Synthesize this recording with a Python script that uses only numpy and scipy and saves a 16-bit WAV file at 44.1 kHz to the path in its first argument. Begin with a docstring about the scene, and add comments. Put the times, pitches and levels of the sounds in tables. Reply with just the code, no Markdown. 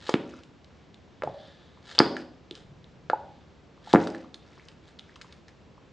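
"""A small, live room: a goo-filled rubber toy is squeezed and let go by hand over a table.
On each squeeze the goo plops through into bulges of the skin; on release they slap back with a wet thud.
In between, the tacky rubber ticks and rubs against the fingers, creases crinkle, air bubbles blip
and goo fizzes faintly into a bulge. Dull hand rumble and a quiet room tone lie underneath."""
import sys
import numpy as np
from scipy import signal
from scipy.fft import rfft, irfft
from scipy.io import wavfile

SR = 44100
rng = np.random.default_rng(int(sys.argv[2]) if len(sys.argv) > 2 else 0)


def waveform_to_disk(signal):
    """Save audio, clipped to [-1, 1], as 16-bit WAV at the path in sys.argv[1]."""
    frames = np.transpose(np.atleast_2d(signal))
    scaled = np.clip(frames, -1, 1) * 32767
    samples = np.round(scaled).astype(np.int16)
    wavfile.write(sys.argv[1], SR, samples)


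N = 261194
TIME = np.arange(N) / SR

# goo popping through into the bulges, the bulges slapping back, and a few sharp cracks of skin peeling loose
# (near 1.98, 1.99 and 2.51 s): # start_s, pocket_hz, pocket_db, pocket_length_s, snap_hz, snap_db,
# snap_length_s, room_send_db
GOO_POPS = [ (0.092, 496, -11.5, 0.0026, 970, -12, 0.0014, -4.5),
            (0.1406, 230.6, 2, 0.0024, 1510, 2.5, 0.00016, -3.5),
            (1.222, 535, -33.5, 0.0052, 1318, -14, 0.0005, -2.5),
            (1.2350, 557, -19.5, 0.0092, 920, -19.5, 0.0014, -1),
            (1.274, 686, -18, 0.0036, 464, -28.5, 0.0032, -5.5),
            (1.9823, 3108, -14, 0.0017, 860, -10, 0.00051, 2),
            (1.9894, 4384, 0.52, 0.0016, 1320, -12, 0.0013, -5),
            (2.0022, 297, 6, 0.0019, 1088, 5, 0.00048, -0.5),
            (2.5106, 327, -30.5, 0.0052, 3560, -24.5, 0.00072, -2),
            (3.0991, 570, -15, 0.0035, 1414, -13, 0.0017, -4),
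            (3.1323, 783, -11, 0.0062, 565, -23, 0.006, -7.5),
            (3.937, 326, 4.5, 0.0022, 830, -3.5, 0.0026, -4),
            (3.948, 230, 6, 0.0034, 740, 5.5, 0.00052, -5), (3.9583, 280, 8, 0.0011, 1400, -5, 0.0007, 0),
            (3.9812, 223, -9, 0.0046, 603, -20, 0.0032, -6), ]
# tacky skin peeling off the fingers: start_s, level_db, pitch_hz, edge_db (relative to the tick)
PEEL_TICKS = [ (0.0712, -27, 3920, -5), (0.0935, -26, 2240, 8), (0.338, -35.5, 1350, -16),
              (0.389, -44, 1280, -14), (0.4348, -53.5, 4600, 14), (0.645, -43, 3850, -2),
              (0.9438, -37.5, 3650, -7), (1.235, -37, 3730, 4.5), (1.474, -45, 4300, -3),
              (1.926, -35, 3560, -4), (1.955, -36.5, 1700, -5.5), (2.167, -20, 1630, -8),
              (2.553, -36.5, 4780, 2), (2.843, -39.5, 3646, -25.5), (3.0994, -27.5, 3890, -3),
              (3.9304, -20.5, 3690, 5), (4.072, -25, 1370, 2), (4.102, -36.5, 4800, 0),
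              (4.1479, -27, 1700, -8), (4.3432, -27, 3800, -2), (4.5968, -39, 2040, -13),
              (4.685, -40, 5400, 5.5), (4.9896, -35, 4000, -6), (4.994, -26, 3510, -13.5),
              (5.0945, -41.5, 1818, -19.5), (5.158, -42, 3150, 4), (5.1615, -40.5, 1095, -1),
              (5.2135, -36, 1533, 5), (5.218, -38, 1700, 7.5), (5.325, -38, 4050, 2.5),
              (5.482, -40, 1884, 2), (5.49, -48, 1870, 2), ]
# creases of the skin unfolding: start_s, end_s, level_db
CREASE_STROKES = [(0.2, 0.397, -59.5), (0.7, 0.84, -69), (2.06, 2.22, -56.5), (4.002, 4.048, -47.5),
                  (4.075, 4.233, -59.5), (4.42, 4.722, -65.5), (5.04, 5.381, -68)]
# small air bubbles in the goo: start_s, relative_db, pitch_hz
AIR_BUBBLES = [(1.773, -49, 1030), (3.776, -51, 1083), (3.873, -35.5, 810), (4.244, -43.5, 1112),
               (4.577, -48, 1040), (5.245, -45.5, 1060), (5.779, -47.5, 1040)]
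# rubber sliding on the hand as the grip loosens: start_s, end_s, relative_db
RUB_STROKES = [(0.03, 0.06, -50.5), (0.097, 0.125, -38.5), (1.9, 1.975, -44), (2.565, 2.61, -55),
               (3.895, 3.922, -43), (4.5, 4.64, -66), (4.885, 4.905, -55), (5.26, 5.32, -65.5)]
# tone of rubber on skin: frequency_hz, gain_db
RUB_EQ = [(200, -28), (550, -0.5), (1100, -4), (1750, 1.5), (2400, -9), (3300, 1), (4000, -0.5),
          (4900, -5.5), (5800, -11), (7000, -13), (9500, -29.5)]
# goo seeping under a held grip, dying away as the pressure evens out: start_s, end_s, level_db
SEEP_STROKES = [(1.4, 1.45, -58), (1.65, 1.68, -74.5), (3.3, 3.4, -71.5)]
# resonances of a bulge's neck: pitch_hz, width_hz, gain_db
NECK_MODES = [(1750, 410, 3), (3500, 600, 5.5), (4200, 830, -8.5)]
# early reflections off the table top and near walls: delay_s, gain_db
EARLY_ECHOES = [(.0023, -12.5), (.0058, -18.5), (.0081, -15), (0.0139, -13.5), (0.0335, -30.5)]
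# diffuse reverb tail: frequency_hz, gain_db, t60_s
ROOM_TAIL = [(80, -5, 0.6), (190, -7.5, 0.58), (320.5, -3, 0.7), (669.4, -2.5, 0.63), (1366, -6.5, 0.38),
             (2854, -5.5, 0.41), (4860, -11.5, 0.57), (8730, -0.5, 0.22)]
# standing waves that colour the tail: pitch_hz, width_hz, gain_db
STANDING_WAVES = [(127.7, 14, 13.5), (175, 17, 12), (226.8, 8.4, 5), (253, 25, 9.5), (341.6, 8, 5.5),
                  (437.5, 16, 7.5), (524, 26, 6.5), (562, 20, 8.5), (627.4, 3.8, 8.5), (746.4, 51, 2.5),
                  (809, 110, 2.5), (910, 44, -6.5), (946, 25, 6.5), (990, 18.43, 2.5), (1155, 20, 2.5),
                  (1470, 39, 8.5), (3504, 35, 1.5), (5140, 220, 8)]
# movements of the hand: start_s, end_s, relative_db
HAND_STROKES = [(1.23, 1.29, -43), (2.6, 2.78, -47.5), (2.87, 3.14, -53)]
# dull tone of the moving hand: frequency_hz, gain_db
HAND_EQ = [(50, 0), (90, 8.5), (140, 14.5), (220, -2.5), (450, -13), (900, -53)]
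# steady rumble and hiss of the room: frequency_hz, gain_db
ROOM_TONE_EQ = [(20, -29), (40, -13), (75, 1), (110, -5), (150, -1), (250, -6), (480, -9.5), (740, -15),
                (1050, -18), (1600, -21.5), (3500, -26), (5600, -32), (7800, -39.5), (8600, -70.5)]
# stereo width of the room tone: frequency_hz, side_db (relative to the mid)
ROOM_TONE_WIDTH = [(30, -12), (120, -8.5), (500, -8), (2000, -8.5), (8000, -13.5)]


def from_db(db):
    """Decibels to gain."""
    return 10 ** (np.asarray(db) / 20)


def rms_one(x):
    """Scale to an rms of one."""
    return x / np.sqrt(np.mean(x ** 2) + 1e-20)


def at_hz(points, hz, column=1):
    """Read one column of a table on a log-frequency axis."""
    points = np.array(points)
    return np.interp(np.log(np.maximum(hz, 1)), np.log(points[:, 0]), points[:, column])


def butter(x, hz, kind, order=2):
    """Causal Butterworth filter."""
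    sections = signal.butter(order, np.clip(hz, 10, .45 * SR), kind, fs=SR, output="sos")
    return signal.sosfilt(sections, x + 1e-18)


def equalise(x, curve):
    """Shape a track with an EQ curve."""
    return irfft(rfft(x) * from_db(at_hz(curve, np.fft.rfftfreq(N, 1 / SR))), N)


def add(track, start_s, sound):
    """Mix a sound into a track."""
    start = max(round(start_s * SR), 0)
    track[start:start + len(sound)] += sound[:len(track) - start]


def strokes(rows, swell_db_per_s, fade_db_per_s):
    """Envelope of a set of gestures: each swells, holds from start to end, and fades."""
    return sum(from_db(db - swell_db_per_s * np.maximum(start - TIME, 0)
                       - fade_db_per_s * np.maximum(TIME - end, 0)) for start, end, db in rows)


def blip(hz, length_s, onset_cycles, rise, size=4096):
    """A pocket or patch of skin rings briefly, bending up in pitch as it shrinks, and is choked."""
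    age = TIME[:size] / length_s
    cycles = np.cumsum(hz * (1 + rise * np.minimum(age, 2))) / SR
    attack = 1 - np.exp(-cycles / onset_cycles)
    return attack * np.sin(2 * np.pi * cycles) * np.exp(-age ** 2)


def spray(t60_s, low_hz, high_hz, size=4096):
    """A wet film tears: a burst of noise that dies in milliseconds."""
    burst = rng.standard_normal(size) * from_db(-60 * TIME[:size] / t60_s)
    return butter(butter(burst, low_hz, "high", order=1), high_hz, "low", order=4)


def slips(per_s, spread_db):
    """Stick and slip: tiny clicks of uneven size at random moments."""
    sizes = from_db(spread_db * np.minimum(rng.exponential(1, N), 4)) * rng.standard_normal(N)
    return sizes * (rng.random(N) < per_s / SR)


def goo_pops(film_db=-25):
    """The skin snaps over, the pocket behind it rings, the wet film tears; gives direct and room send."""
    direct, send = np.zeros((2, N))
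    for start_s, pocket_hz, pocket_db, pocket_s, snap_hz, snap_db, snap_s, send_db in GOO_POPS:
        # soft rubber passes little above a few times its own pitch
        pocket = butter(blip(pocket_hz, pocket_s, onset_cycles=0.24, rise=0.15), 2.0 * pocket_hz, "low")
        snap = butter(blip(snap_hz, snap_s, onset_cycles=0.15, rise=0.014), 2.6 * snap_hz, "low")
        film = from_db(film_db) * spray(t60_s=0.0048, low_hz=1900, high_hz=4830)
        pop = from_db(pocket_db) * pocket + from_db(snap_db) * (snap + film)
        add(direct, start_s, pop)
        add(send, start_s, from_db(send_db) * pop)
    return butter(np.array([direct, send]), 178, "high", order=3)


def peel_ticks(ring_cycles=2.83):
    """Each sticky spot lets go with a crisp edge and a ring; a small spot rings higher and dies sooner."""
    track = np.zeros(N)
    for start_s, db, hz, edge_db in PEEL_TICKS:
        edge = from_db(edge_db) * spray(t60_s=0.02, low_hz=2200, high_hz=5000)
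        ring = blip(hz, ring_cycles / hz, onset_cycles=0.45, rise=0.012)
        add(track, start_s, from_db(db) * (ring + edge))
    return track


def crinkling(pitch_count=14, ring_cycles=2.0):
    """Creases come unstuck in scattered little snaps across a spread of bright pitches."""
    snaps = np.zeros(N)
    for hz in np.geomspace(1300, 6000, pitch_count):
        ring = blip(hz, ring_cycles / hz, onset_cycles=0.85, rise=0.02, size=512)
        snaps += signal.fftconvolve(slips(per_s=100, spread_db=-1.5), ring)[:N]
    return rms_one(snaps) * strokes(CREASE_STROKES, swell_db_per_s=619.5, fade_db_per_s=619)


def bubbles(trim_db=9.0):
    """Air trapped in the goo rings in soft, round blips."""
    track = np.zeros(N)
    for start_s, db, hz in AIR_BUBBLES:
        ring = blip(hz, length_s=0.0032, onset_cycles=1.9, rise=0.01)
        add(track, start_s, from_db(db + trim_db) * ring)
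    return track


def rubbing(trim_db=-4.0, catch_hz=130, catch_depth_db=4.0):
    """Tacky rubber drags over the hand in little jerks, holding and giving by turns."""
    jitter = rms_one(butter(rng.standard_normal(N), catch_hz, "low"))
    catching = rms_one(from_db(catch_depth_db * np.clip(jitter, -2, 2)))
    drag = strokes(RUB_STROKES, swell_db_per_s=282, fade_db_per_s=497.5)
    friction = rms_one(equalise(slips(per_s=4000, spread_db=2.0), RUB_EQ))
    return from_db(trim_db) * drag * catching * friction


def seeping():
    """Goo fizzes through the narrow neck of a bulge."""
    fizz = slips(per_s=4300, spread_db=-0.5)
    neck = sum(from_db(db) * butter(fizz, [hz - width / 2, hz + width / 2], "band", order=1)
               for hz, width, db in NECK_MODES)
    flow = strokes(SEEP_STROKES, swell_db_per_s=70.5, fade_db_per_s=51.5)
    return flow * rms_one(butter(neck, 4800, "low", order=3))


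def room_reverb(send, side_db=-13, build_s=0.0023, size=44100):
    """Table and walls answer with early echoes and a coloured tail, narrow in the stereo image."""
    t, early = TIME[:size], np.zeros(size)
    for delay_s, db in EARLY_ECHOES:
        add(early, delay_s, from_db([db]))
    early = butter(early, 6000, "low", order=1)
    bins_hz = np.fft.rfftfreq(size, 1 / SR)
    colour = 1 + sum((from_db(db) - 1) * np.exp(-(2 * (bins_hz - hz) / width) ** 2)
                     for hz, width, db in STANDING_WAVES)
    noise = irfft(rfft(rng.standard_normal((2, 2, size))) * colour, size)
    tail = np.zeros((2, size))   # mid, side
    edges_hz = 50 * 2 ** (np.arange(17) / 2)   # half-octave bands, each with its own decay
    for k, (low, high) in enumerate(zip(edges_hz, edges_hz[1:])):
        hz = np.sqrt(low * high)
        decay = from_db(-60 * t / at_hz(ROOM_TAIL, hz, column=2))
        band = butter(noise[k % 2], [low, high], "band") * decay * (1 - np.exp(-t / build_s))
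        energy = np.sum(band ** 2, axis=1, keepdims=True)
        tail += from_db(at_hz(ROOM_TAIL, hz)) * band * np.sqrt(2 * (high - low) / SR / energy)
    mid = signal.fftconvolve(send, early + tail[0])[:N]
    side = from_db(side_db) * butter(signal.fftconvolve(send, tail[1])[:N], 700, "high", order=1)
    return np.array([mid + side, mid - side])


def hand_rumble(trim_db=-5.0):
    """The shifting hand makes dull, low swells of noise."""
    movement = strokes(HAND_STROKES, swell_db_per_s=450, fade_db_per_s=159.5)
    return from_db(trim_db) * movement * rms_one(equalise(rng.standard_normal(N), HAND_EQ))


def room_tone(mid_db=-55):
    """A steady bed of rumble and hiss, mostly in the centre."""
    mid, side = [rms_one(equalise(white, ROOM_TONE_EQ)) for white in rng.standard_normal((2, N))]
    side = equalise(side, ROOM_TONE_WIDTH)
    return from_db(mid_db) * np.array([mid + side, mid - side])


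def scene(tick_send_db=-2.0, texture_send_db=-1.0):
    """The toy up close and centred, with the room around it."""
    pops, pop_send = goo_pops()
    ticks = peel_ticks()
    texture = crinkling() + bubbles() + rubbing() + seeping()
    send = pop_send + from_db(tick_send_db) * ticks + from_db(texture_send_db) * texture
    return pops + ticks + texture + room_reverb(send) + room_tone() + hand_rumble()


def record(dry, cutoff_hz=9500):
    """Peaks clip at full scale, then a steep low-pass takes off the top."""
    low_pass = signal.ellip(10, .1, 70, cutoff_hz, fs=SR, output="sos")
    return signal.sosfilt(low_pass, np.clip(dry, -1, 1))


dry = scene()
out = record(dry)
waveform_to_disk(out)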